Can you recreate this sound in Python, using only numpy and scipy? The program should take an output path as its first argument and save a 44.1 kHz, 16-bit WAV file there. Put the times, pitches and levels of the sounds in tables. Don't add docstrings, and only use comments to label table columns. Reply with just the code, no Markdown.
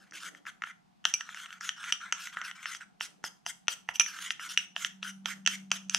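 import sys
import numpy as np
from scipy import signal
from scipy.fft import rfft, irfft, next_fast_len
from scipy.io import wavfile
from scipy.ndimage import uniform_filter1d, map_coordinates

SR = 44100
rng = np.random.default_rng(int(sys.argv[2]) if len(sys.argv) > 2 else 0)


def makeup_ratio(level_db):
    decades = np.asarray(level_db, float) / 20
    return 10 ** decades


def persist_wave(psi):
    counts = np.round(np.clip(psi, -1, 1) * 32767).astype(np.int16)
    wavfile.write(sys.argv[1], SR, np.atleast_2d(counts).T)


N = 263718

# f/Hz, width/Hz, level/dB
CAVITY = [(930, 190, -18.5), (1382, 178, 4.5), (1815, 304, 7.5), (2090, 327, 3.5)]
WALL = [(2778, 388, 9), (3139, 473, 9), (4270, 700, -12.5)]
BRIGHT = [(4610, 380, -10), (5477, 454, -2), (6050, 280, 0), (6470, 310, -4), (7680, 340, -11)]
# f/Hz, width/Hz, level/dB
FIZZ = [(8920, 1800, 3.5), (11000, 1000, -9), (11060, 1700, -8), (13300, 9300, -6)]
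# level over the pressure/dB, share of the bare glass/1, growth with speed/1, pitch rise over a stroke/1
SCRAPE = [(-3, 0.05, .7, .03), (0.1, 0.2, 0.88, 0.18), (-0.34, 0.77, 1.5, 0.087), (0.36, 0.99, 1.52, 0.11),
          (-9, 0.86, 1.7, .03)]


def unit(x):
    return x / np.sqrt(np.mean(x ** 2) + 1e-20)


def along(points, hz):
    f, v = np.transpose(points)
    return np.interp(np.log(hz + 1), np.log(f + 1), v)


def curves(rows):
    s, *cols = np.transpose(rows)
    return [np.interp(np.arange(N) / SR, s, c) for c in cols]


def wobble(rate):
    knots = rng.standard_normal(int(N * rate / SR) + 4)
    return map_coordinates(knots, [np.arange(N) * rate / SR])


def filtered(x, response):
    m = next_fast_len(N + SR // 2)
    return irfft(rfft(x, m) * response(np.fft.rfftfreq(m, 1 / SR)), m)[..., :N]


def resonant(x, modes):
    def response(f):
        total = 0
        for k, (centre, width, db) in enumerate(modes):
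            damping = 1j * f * width
            total = total + (-1) ** k * makeup_ratio(db) * damping / (centre * centre - f * f + damping)
        return total
    return filtered(x, response)


def air():
    # f/Hz, level per Hz/dB
    air_spectrum = [(15, -56), (25, -24), (85, -32.5), (195, -5), (253, -17), (552, -33), (612, -29.5),
                    (735, -14), (904, -22.5), (978, -23), (1640, -31.5), (5000, -37), (12500, -50),
                    (16000, -60), (22000, -120)]
    # f/Hz, correlation/1
    port_likeness = [(60, .5), (240, -0.5), (950, -0.5), (3000, .3), (15000, 0.1)]

    def mid_side(hz):
        turn = np.arccos(np.clip(along(port_likeness, hz), -1, 1)) / 2
        return makeup_ratio(along(air_spectrum, hz)) * [np.cos(turn), np.sin(turn)]

    mid, side = filtered(rng.standard_normal((2, N)), mid_side)
    drone = makeup_ratio(-73 + 2.6 * wobble(7)) * unit(resonant(rng.standard_normal(N), [(184.5, 8, 0)]))
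    return makeup_ratio(-66) * unit(np.array([mid + side, mid - side])) + drone


def rustle():
    # t/s, level/dB
    rub_level = [(0.0, -64.5), (0.35, -55), (0.77, -88), (1.98, -78.5), (2.63, -80), (3.18, -60),
                 (3.46, -85), (3.71, -78), (4.11, -64.5), (5.09, -73.5), (5.36, -66.5), (5.98, -67.5)]
    rub = resonant(rng.standard_normal((2, N)), [(296, 27, 1.5), (590, 300, -10.5)])
    return makeup_ratio(curves(rub_level)[0] - 9 + 4.0 * wobble(36)) * unit(rub)


def stroke_levels():
    # t/s, length/s, pressure level/dB, bare glass level/dB, share of the way at top speed/1
    sweeps = [(0.0, 0.099, -58.5, -7, 0.31), (0.139, 0.052, -41, -3.5, 0.37), (.2, 0.088, -41, -3.5, 0.78),
              (.355, 0.033, -54.5, -9.5, 0.48), (0.467, 0.032, -36.5, -12.5, .6),
              (.625, 0.088, -45.5, -11, 0.66), (1.159, 0.064, -51.5, -8, 1), (1.22, 0.18, -45.5, -11, 0.54),
              (1.356, 0.11, -41, -6.5, 0.58), (1.485, 0.097, -47.5, -9, 0.48),
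              (1.613, 0.084, -38.5, -4.5, 0.58), (1.767, 0.14, -33.5, -10, 1),
              (2.01, 0.098, -36.5, -20, 0.31), (2.142, 0.085, -39.5, -16, 0.49), (2.2, .1, -42, -0.5, 0.38),
              (2.329, 0.023, -43, -13.5, 0.6), (2.365, 0.069, -37.5, -18.5, 0.16),
              (2.446, 0.057, -37, -5.5, 0.23), (2.557, 0.037, -44, -14.5, 0.25),
              (2.601, 0.047, -43, -11.5, 0.88), (2.662, 0.072, -40.5, 0, 0.96),
              (2.811, 0.025, -40, -20, 0.088), (4.142, 0.15, -39.5, -2, 0.73),
              (4.403, 0.077, -38.5, -3.5, 0.66), (4.492, 0.053, -44, 5, 0.52)]
    drags = [(1.055, 0.063, -44, 0.5, 0.29), (1.695, 0.055, -54, -11, .1), (1.924, 0.039, -40.5, -11.5, .1),
             (2.748, 0.021, -48.5, 3, .1), (3.011, 0.055, -43.5, 4.5, 0.297),
             (3.246, 0.032, -46, 6.5, 0.53), (3.467, 0.043, -47.5, 9.5, 0.5),
             (3.699, 0.038, -45.5, 7.5, .35), (3.892, 0.0209, -47.5, -2, .1), (3.945, 0.022, -60, 18, 0.36),
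             (4.076, 0.1, -42, -2.5, 0.2), (4.309, 0.012, -51.5, 13.5, .1), (4.583, 0.067, -51.5, 4, 0.091),
             (4.766, 0.077, -41.5, 2, .8), (4.847, 0.022, -47.5, 7, .2), (5.032, 0.076, -39.5, -4, 0.6),
             (5.262, 0.072, -39, -2.5, 0.65), (5.481, 0.073, -40, 0, .9), (5.728, .045, -43, 1.5, 0.61),
             (5.909, 0.039, -49, 2, 1), (5.943, 0.038, -46.5, 8.5, .1)]
    speed_up, slow_down = 65.5, 123.5
    gain, t = np.zeros((2, len(SCRAPE), N)), np.arange(N) / SR
    over_db, share, growth, _ = np.transpose(SCRAPE)[:, :, None]
    for s, length, db, bare_db, top in sweeps + drags:
        grip = np.clip(np.minimum((t - s) / 0.01 + 1, (s + length - t) / 0.0088 + 1), 0, 1)
        span = grip > 0
        late = t[span] - s - top * length
        speed_db = np.minimum(speed_up * late, -slow_down * late)
        climb = np.pi / 2 * np.clip((t[span] - s) / length, 0, 1)
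        level = grip[span] * makeup_ratio(db + over_db + share * bare_db + growth * speed_db)
        gain[:, :, span] += np.array([np.cos(climb) * level, np.sin(climb) * level])
    return gain


def patchy(x, depth_db):
    z = signal.stft(x, nperseg=256)[2]
    field = uniform_filter1d(rng.standard_normal(z.shape), size=3, axis=0)
    field = uniform_filter1d(field, size=20, axis=1)
    return signal.istft(z * makeup_ratio(depth_db * unit(field)), nperseg=256)[1][:N]


def slide(grit_db, chatter_db):
    grit = makeup_ratio(grit_db * rng.exponential(size=N)) * rng.standard_normal(N)
    chatter = makeup_ratio(chatter_db * wobble(160) + 0.7 * wobble(41))
    grit = patchy(grit * chatter, depth_db=3.5)

    def shifted(modes, rise):
        return unit(resonant(grit, modes * [1 + rise, 1, 1]))

    lower, upper = np.split(np.array(CAVITY), 2)
    groups = (lower, upper, np.array(WALL), np.array(BRIGHT), np.array(FIZZ))
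    total = np.zeros(N)
    for deep, out, modes, row in zip(*stroke_levels(), groups, SCRAPE):
        rise = row[-1]
        total += deep * shifted(modes, -rise / 2) + out * shifted(modes, rise / 2)
    return makeup_ratio(-3.5) * total


def contacts():
    # t/s, peak level/dB, cavity level/dB, bright level/dB
    tap_rows = [(0.11, -57, -2, 14.5), (0.1218, -51.5, 11.5, 1), (0.348, -46, 4.5, -5),
                (0.4527, -51, 9, -5), (0.466, -49, 15.5, -12), (0.6204, -36, 11.5, -7),
                (0.6368, -30, 4.5, -16), (0.6715, -43.5, 8.5, -19), (1.0417, -39.5, -9, -14),
                (1.29, -48.5, 16, 7), (1.3453, -42.5, 7, 8), (1.459, -33, -6, -15), (1.609, -55.5, 24, 23),
                (1.6906, -19, -6, -4), (2.2712, -33, 0, -2), (2.37, -33.5, 8.5, -13),
                (2.4146, -29.5, 1, -7), (2.5118, -32.5, -1, -11), (2.6567, -26.5, 3, -11),
                (2.7482, -30.5, -2, -8), (2.809, -49, 10.5, -12), (4.395, -39.5, 7.5, -13)]
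    # t/s, then peak, cavity, bright and free ring level/dB
    clink_rows = [(1.1382, -19, -11, 3.5, -4), (1.5268, -36, -4, -5.5, -17.5),
                  (1.8401, -33.5, 1.5, -2.5, -14.5), (1.9231, -12, -11.5, -5, -15.5),
                  (2.0132, -48.5, 7.5, 2, -4.5), (2.1237, -16.5, -5, -0.5, -15),
                  (3.9563, -25.5, -28.5, -11, -8.5), (3.9968, -10, -18.5, -1.5, -4),
                  (4.0078, -16.5, -10.5, -20, -31.5), (4.0147, -24.5, -17.5, -4.5, 1),
                  (4.062, -29, -3.5, -16.5, -3.5), (4.574, -9, -15.5, -9.5, -17.5),
                  (5.7143, -21, -4.5, -19, -12), (5.896, -23.5, -19, 3.5, -13.5)]
    # t/s, then peak, cavity, bright and base level/dB
    chop_rows = [(1.0521, -10, -8.5, -3.5, -25), (1.2081, -25.5, -3.5, -6, -31.5),
                 (3.008, -19.5, -6.5, -18.5, -18.5), (3.2397, -31.5, 5, 1.5, -3),
                 (3.463, -24.5, -6, 0, -12), (3.6815, -10, -11.5, -6.5, -23.5), (3.8881, -24, 2, -11.5, -6),
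                 (4.3054, -14.5, -9.5, -13, -30.5), (4.763, -17.5, -10, -38, -20.5),
                 (4.847, -14, -8.5, -11, -53), (5.028, -19.5, -10.5, -32.5, -22),
                 (5.2572, -15, -10.5, -10.5, -23.5), (5.4619, -11.5, -14.5, -4, -42),
                 (5.4739, -7.5, -11, -6, -27), (5.7157, -11.5, -11.5, -0.5, -22.5),
                 (5.9464, -9.5, -14.5, 1.5, -25)]
    # t/s, peak level/dB
    tick_rows = [
        (0.7107, -46.5),
        (1.372, -33.5),
        (1.505, -38),
        (2.8162, -43),
        (2.8347, -54),
        (4.1877, -32.5),
        (4.5444, -56),
    ]
    tap_ring, chop_ring = -24, -25
    sideways_base = -34.5
    taps = [(*row, tap_ring, sideways_base) for row in tap_rows]
    clinks = [(*row, sideways_base) for row in clink_rows]
    chops = [(*row[:-1], chop_ring, row[-1]) for row in chop_rows]
    ticks = [(s, db, -3, -11.5, tap_ring, sideways_base) for s, db in tick_rows]
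    return sorted(taps + clinks + chops) + ticks


def struck(hz, db, t60, chance, t):
    size = makeup_ratio(db + 2.2 * chance[0] - 60 * t[:, None] / t60)
    turn = 2 * np.pi * hz * (1 + 0.013 * chance[1]) * t[:, None] + 1.98 * chance[2]
    onset = 1 - np.exp(-(t / 0.00031) ** 2)
    sound = (size * np.sin(turn)).sum(axis=1) * onset
    return sound / np.max(np.abs(sound))


def knocks():
    # f/Hz, level/dB, t60/s
    ring_modes = [(2370, -11, .07), (2430, -17, .08), (5780, -13, .09), (5920, 0, .065), (6240, -14, .04),
                  (7800, -23, .03), (10470, -19, .04), (13500, -29, .04)]
    # f/Hz, width/Hz, level/dB
    foot_modes = [(324, 250, -12.5), (685, 92, -10), (916, 290, 8)]
    out, base, jolt = np.zeros(N + SR), np.zeros(N + SR), np.zeros(N)
    t = np.arange(SR // 10) / SR
    parts = [np.transpose(p) for p in (WALL, CAVITY, BRIGHT, FIZZ, foot_modes)]
    blows = contacts()
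    chance = rng.standard_normal((len(blows), 6, 3, 8))
    for (s, db, cavity_db, bright_db, ring_db, foot_db), luck in zip(blows, chance):
        gains = makeup_ratio([db - 0.5, db + cavity_db + 4.5, db + bright_db, db + bright_db - 19.0, db + foot_db + 3.5])
        sounds = []
        for g, (hz, width, level), c in zip(gains, parts, luck):
            sounds.append(g * struck(hz, level, 3 / width, c[:, :len(hz)], t))
        thud, foot = sum(sounds[:-1]), sounds[-1]
        ring_luck = 0.44 * luck[-1][:, :len(ring_modes)]
        ring = makeup_ratio(db + 1.15 * ring_db + 6.5) * struck(*np.transpose(ring_modes), ring_luck, t)
        at = round((s + .0004) * SR)
        out[at:][:len(t)] += thud + ring
        out[at - round(.011 * SR):][:len(t)] += makeup_ratio(-34.5) * thud
        base[at:][:len(t)] += foot
        jolt[at] = makeup_ratio(db + foot_db + 19)
    table_top = resonant(jolt, [(60, 60, -13), (160, 90, 4.5)])
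    return out[:N], base[:N] + table_top


def room(x):
    # f/Hz, t60/s
    room_decay = [(300, 0.43), (2000, 0.27), (6000, 0.29), (12000, 0.32)]
    out, step = np.zeros((2, N + SR)), SR // 4
    early = 150
    for at in range(0, N, step):
        hz, t, z = signal.stft(rng.standard_normal((2, SR // 3)), SR, nperseg=256)
        decay = makeup_ratio(-60 * t / along(room_decay, hz)[:, None])
        tail = signal.istft(z * decay, SR, nperseg=256)[1]
        tail = tail + 0.09 * tail[::-1]
        tail = np.pad(tail / np.linalg.norm(tail[0]), ((0, 0), (early, 0)))
        paths = np.diff(rng.standard_normal(early + 1)) * [[1], [-1]]
        tail[:, :early] = makeup_ratio(-10.5) * paths * makeup_ratio(-60 * np.arange(early) / SR / 0.0037)
        wet = signal.fftconvolve(x[None, at:at + step], tail, axes=1)
        out[:, at:][:, :wet.shape[1]] += wet
    return out[:, :N]


def hum():
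    # t/s, f/Hz, level/dB
    hum_course = [
        (4.4, 190.3, -80),
        (4.518, 189.4, -65.5),
        (4.724, 190.4, -72.5),
        (4.958, 191.8, -57),
        (5.442, 193.8, -52.5),
        (5.98, 192.3, -51.5),
    ]
    hz, db = curves(hum_course)
    start = np.clip((np.arange(N) / SR - hum_course[0][0]) / 0.12, 0, 1)
    tone = makeup_ratio(4 + 1.2 * wobble(8)) * np.sin(2 * np.pi * np.cumsum(hz + 1.06 * wobble(6)) / SR)
    murmur = makeup_ratio(-11.5) * unit(resonant(rng.standard_normal((2, N)), [(159, 13.3, 3.5), (228, 36, -4)]))
    return start * makeup_ratio(db) * (tone + murmur)


def scene():
    # f/Hz, left over right level/dB
    port_lean = [(950, 0.0), (2740, 0), (4200, .5), (6400, -1), (9800, 3), (15000, 5.5)]
    # f/Hz, lead/rad
    port_lead = [(4600, 0), (5200, .3), (5800, -.3), (6500, .4), (8100, .4), (9200, 1.5), (10500, -.4),
                 (15500, 0)]
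    blows, jolts = knocks()
    jar = blows + slide(grit_db=2.2, chatter_db=1.6)
    jar = jolts + filtered(jar, lambda hz: (1j * hz / (550 + 1j * hz)) ** 3)
    side = np.array([[.5], [-.5]])

    def ports(hz):
        return makeup_ratio(side * along(port_lean, hz)) * np.exp(1j * side * along(port_lead, hz))

    near = filtered(jar, ports)
    return near + makeup_ratio(-9.5) * room(jar) + rustle() + air() + hum()


def band_limit(x):
    return signal.sosfilt(signal.butter(12, 15970, fs=SR, output="sos"), x)


def record(dry):
    heard = filtered(dry, lambda hz: 1 / (1 + (hz / 14000) ** 36))
    return band_limit(heard)


dry = scene()
out = record(dry)
persist_wave(out)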